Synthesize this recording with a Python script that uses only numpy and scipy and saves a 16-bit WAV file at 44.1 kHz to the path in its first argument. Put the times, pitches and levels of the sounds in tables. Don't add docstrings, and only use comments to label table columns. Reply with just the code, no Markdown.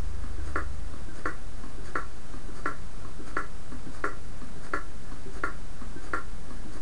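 import sys
import numpy as np
from scipy import signal
from scipy.fft import rfft, irfft
from scipy.io import wavfile

SR = 44100
rng = np.random.default_rng(int(sys.argv[2]) if len(sys.argv) > 2 else 0)


def log_audio(samples):
    frames = np.atleast_2d(samples).T
    limited = np.clip(frames, -1, 1)
    pcm = np.round(limited * 32767).astype(np.int16)
    wavfile.write(sys.argv[1], SR, pcm)


N = 300321
TIME = np.arange(N) / SR


def undb(db):
    return 10 ** (np.asarray(db) / 20)


def unit(x):
    return x / np.sqrt(np.mean(x ** 2))


def add(track, s, sound):
    start = max(int(s * SR), 0)
    part = sound[:max(N - start, 0)]
    track[start:start + len(part)] += part


def grit(decay_s):
    t = np.arange(6000) / SR
    spray = rng.standard_normal(len(t)) * t * np.exp(-t / decay_s)
    return spray / np.linalg.norm(spray)


def contacts(hits, rough, decay_s, tap_hz):
    cushion = signal.butter(1, tap_hz, fs=SR, output="sos")
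    tap = signal.sosfilt(cushion, signal.unit_impulse(512))
    force = np.zeros(N)
    for s, db in hits:
        add(force, s, undb(db) * tap)
        add(force, s, undb(db) * rough * grit(decay_s))
    return force


def ring(force, modes):
    t = np.arange(16000) / SR
    response = sum((-1) ** k * undb(db - 60 * t / t60) * np.sin(2 * np.pi * hz * t)
                   for k, (hz, db, t60) in enumerate(modes))
    return signal.fftconvolve(force, response)[:N]


def friction(resonances):
    grain_db = 3 * rng.exponential(size=N // 64 + 1).clip(0, 3)
    slips = rng.standard_normal(N) * undb(np.repeat(grain_db, 64)[:N])
    return unit(sum((-1) ** k * undb(db) * signal.lfilter(*signal.iirpeak(hz, hz / width, fs=SR), slips)
                    for k, (hz, width, db) in enumerate(resonances)))


# (frequency [Hz], relative density [dB])
BED_SPECTRUM = [(8, -12.5), (15, -2), (28, -1), (48, -4.5), (70, -11.5), (110, -14.5), (200, -19),
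                (330, -25), (850, -31), (1400, -33.5), (2000, -38.5), (3000, -41), (6000, -42.5),
                (8000, -43), (10500, -44)]
# (frequency [Hz], rms level [dB])
WHINE_TONES = [(3893, -79), (9600, -84)]


def background():
    bed_hz, bed_db = np.transpose(BED_SPECTRUM)
    bins_hz = np.maximum(np.fft.rfftfreq(N, 1 / SR), 1)
    colour = undb(np.interp(np.log(bins_hz), np.log(bed_hz), bed_db))
    bed = irfft(rfft(rng.standard_normal(N)) * colour, N)
    whine = sum(np.sqrt(2) * undb(db) * np.sin(2 * np.pi * hz * TIME) for hz, db in WHINE_TONES)
    return undb(-40) * unit(bed) + whine


# (harmonic [number], relative level [dB])
HUM_HARMONICS = [(1, -5), (2, -7), (3, -4.5)]


def hum(pitch_hz=25.2, level_db=-35, hold_s=0.68, fade_db_per_s=27):
    tone = sum(undb(db) * np.sin(2 * np.pi * (harmonic * pitch_hz * TIME + rng.random()))
               for harmonic, db in HUM_HARMONICS)
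    return unit(tone) * undb(level_db - fade_db_per_s * np.maximum(TIME - hold_s, 0))


# (knock time [s], knock level [dB], thump level [dB])
TURN_CUES = [(0.557, -20, -44.5), (1.2557, -20.5, -46.5), (1.9544, -20.5, -46), (2.657, -20, -45.5),
             (3.367, -20, -44), (4.040, -18.3, -42.5), (4.735, -19, -44.5), (5.4358, -19.5, -44),
             (6.134, -19.5, -43.5), (6.825, -19, -46.5)]


def before_knocks(lead_s):
    return np.array(TURN_CUES)[:, 0] - lead_s


def swell(lead_s, half_s):
    return sum(np.exp(-((TIME - s) / half_s) ** 2) for s in before_knocks(lead_s))


# (frequency [Hz], width [Hz], relative level [dB])
PIVOT_BANDS = [(287, 141, 5), (670, 280, -0.5), (1176, 277, 2.5), (1684, 487, -0.5), (4820, 850, -12),
               (6650, 280, -14.5), (9060, 1100, -14)]
# (lead before the knock [s], half length [s], level [dB])
PIVOT_SWELLS = [(0.079, .028, -50.5), (.31, .06, -64)]


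def pivot(rub_db=-58.5):
    strokes = sum(undb(db) * swell(lead_s, half_s) for lead_s, half_s, db in PIVOT_SWELLS)
    return friction(PIVOT_BANDS) * (undb(rub_db) + strokes)


# (frequency [Hz], gain [dB], t60 [s])
ROD_MODES = [(239.8, -4, 0.18), (304, -6, 0.08), (382, -10, 0.075), (573, -18, 0.037), (1112, -3.5, 0.027),
             (1262, -12, 0.068), (1630, -7.5, 0.017), (4300, -15, 0.017)]


def rod(hit_db=-35.5):
    drops = [(s, hit_db) for s in before_knocks(lead_s=.319)]
    return ring(contacts(drops, rough=0.47, decay_s=0.0041, tap_hz=5000), ROD_MODES)


# (frequency [Hz], gain [dB], t60 [s])
DIAPHRAGM_MODES = [(248, 3, 0.041), (314, 1, 0.096), (394, -0.5, 0.069), (556, -24, 0.062),
                   (733, -13, 0.063), (1563, -10, 0.11)]


def diaphragm(bulge_lead_s=.178, relax_lead_s=.076, relax_db=-51):
    bulges = [(s - bulge_lead_s, db) for s, _, db in TURN_CUES]
    relaxes = [(s, relax_db) for s in before_knocks(relax_lead_s)]
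    force = contacts(bulges + relaxes, rough=0.87, decay_s=0.0068, tap_hz=400)
    return undb(4.5) * ring(force, DIAPHRAGM_MODES)


# (time [s], level [dB])
CREAK_CUES = [(.399, -45), (2.4999, -47), (4.634, -45), (5.9765, -57), (6.662, -50)]
# (frequency [Hz], gain [dB], t60 [s])
LINKAGE_MODES = [(1280, -10, .04), (1550, 0, 0.056)]


def creaks():
    return ring(contacts(CREAK_CUES, rough=.8, decay_s=0.0025, tap_hz=3000), LINKAGE_MODES)


# (frequency [Hz], width [Hz], relative level [dB])
PISTON_BANDS = [(4560, 380, -2), (6600, 410, 1), (8600, 610, -3)]


def piston(level_db=-58):
    return friction(PISTON_BANDS) * undb(level_db) * swell(lead_s=0.094, half_s=.018)


# (frequency [Hz], gain [dB], t60 [s])
FRAME_MODES = [(310.6, -6, 0.048), (421, -13, 0.044), (460, -25, 0.059), (528, -2, 0.024), (701, -40, 0.14),
               (1063, -8.5, 0.056), (1120, 4, 0.017), (1298, 3.5, 0.023), (1384, 3, 0.036),
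               (1687, 6.5, 0.014), (1773, 3.5, 0.018), (1940, -3, 0.024), (3950, -28, 0.028),
               (4470, -21, 0.042), (6560, -32, 0.024), (8340, -39, 0.022)]
# (delay [s], relative level [dB])
KNOCK_CHATTER = [(0, 0), (.0028, -9), (.0104, -8.5), (.0173, -22), (.033, -15.5)]


def knock():
    hits = []
    for s, knock_db, _ in TURN_CUES:
        for delay_s, chatter_db in KNOCK_CHATTER:
            late, louder = rng.standard_normal(2)
            hits.append((s + delay_s * (1 + 0.013 * late), knock_db + chatter_db + .5 * louder))
    force = contacts(hits, rough=0.18, decay_s=0.0052, tap_hz=5030)
    return undb(-2.5) * ring(force, FRAME_MODES)


def clack(low_cut_hz=3900, boost_db=1):
    spray = np.zeros(N)
    for s, knock_db, _ in TURN_CUES:
        add(spray, s, undb(knock_db + boost_db) * grit(decay_s=0.0092))
    return signal.sosfilt(signal.butter(2, low_cut_hz, "high", fs=SR, output="sos"), spray)


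def room(dry, t60_s=.215, build_s=.011, wet_db=-3, spots=9):
    t = np.arange(18000) / SR
    envelope = undb(-60 * t / t60_s) * (1 - np.exp(-(t / build_s) ** 2))
    tails = rng.standard_normal((spots, len(t))) * envelope
    position = np.linspace(0, spots - 1, N)
    wet = np.zeros(N)
    for spot, tail in enumerate(tails):
        crossfade = np.sqrt(np.clip(1 - abs(position - spot), 0, 1))
        wet += crossfade * signal.oaconvolve(dry, tail / np.linalg.norm(tail))[:N]
    return dry + undb(wet_db) * wet


def scene():
    engine = knock() + clack() + rod() + diaphragm() + creaks() + pivot() + piston()
    return (room(engine) + hum() + background())[None]


def record(dry):
    roll_off_hz, cut_hz, dc_offset = 10250, 10900, -.08
    rounded = signal.sosfilt(signal.butter(10, roll_off_hz, fs=SR, output="sos"), dry)
    return signal.sosfilt(signal.ellip(10, .2, 80, cut_hz, fs=SR, output="sos"), rounded) + dc_offset


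dry = scene()
out = record(dry)
log_audio(out)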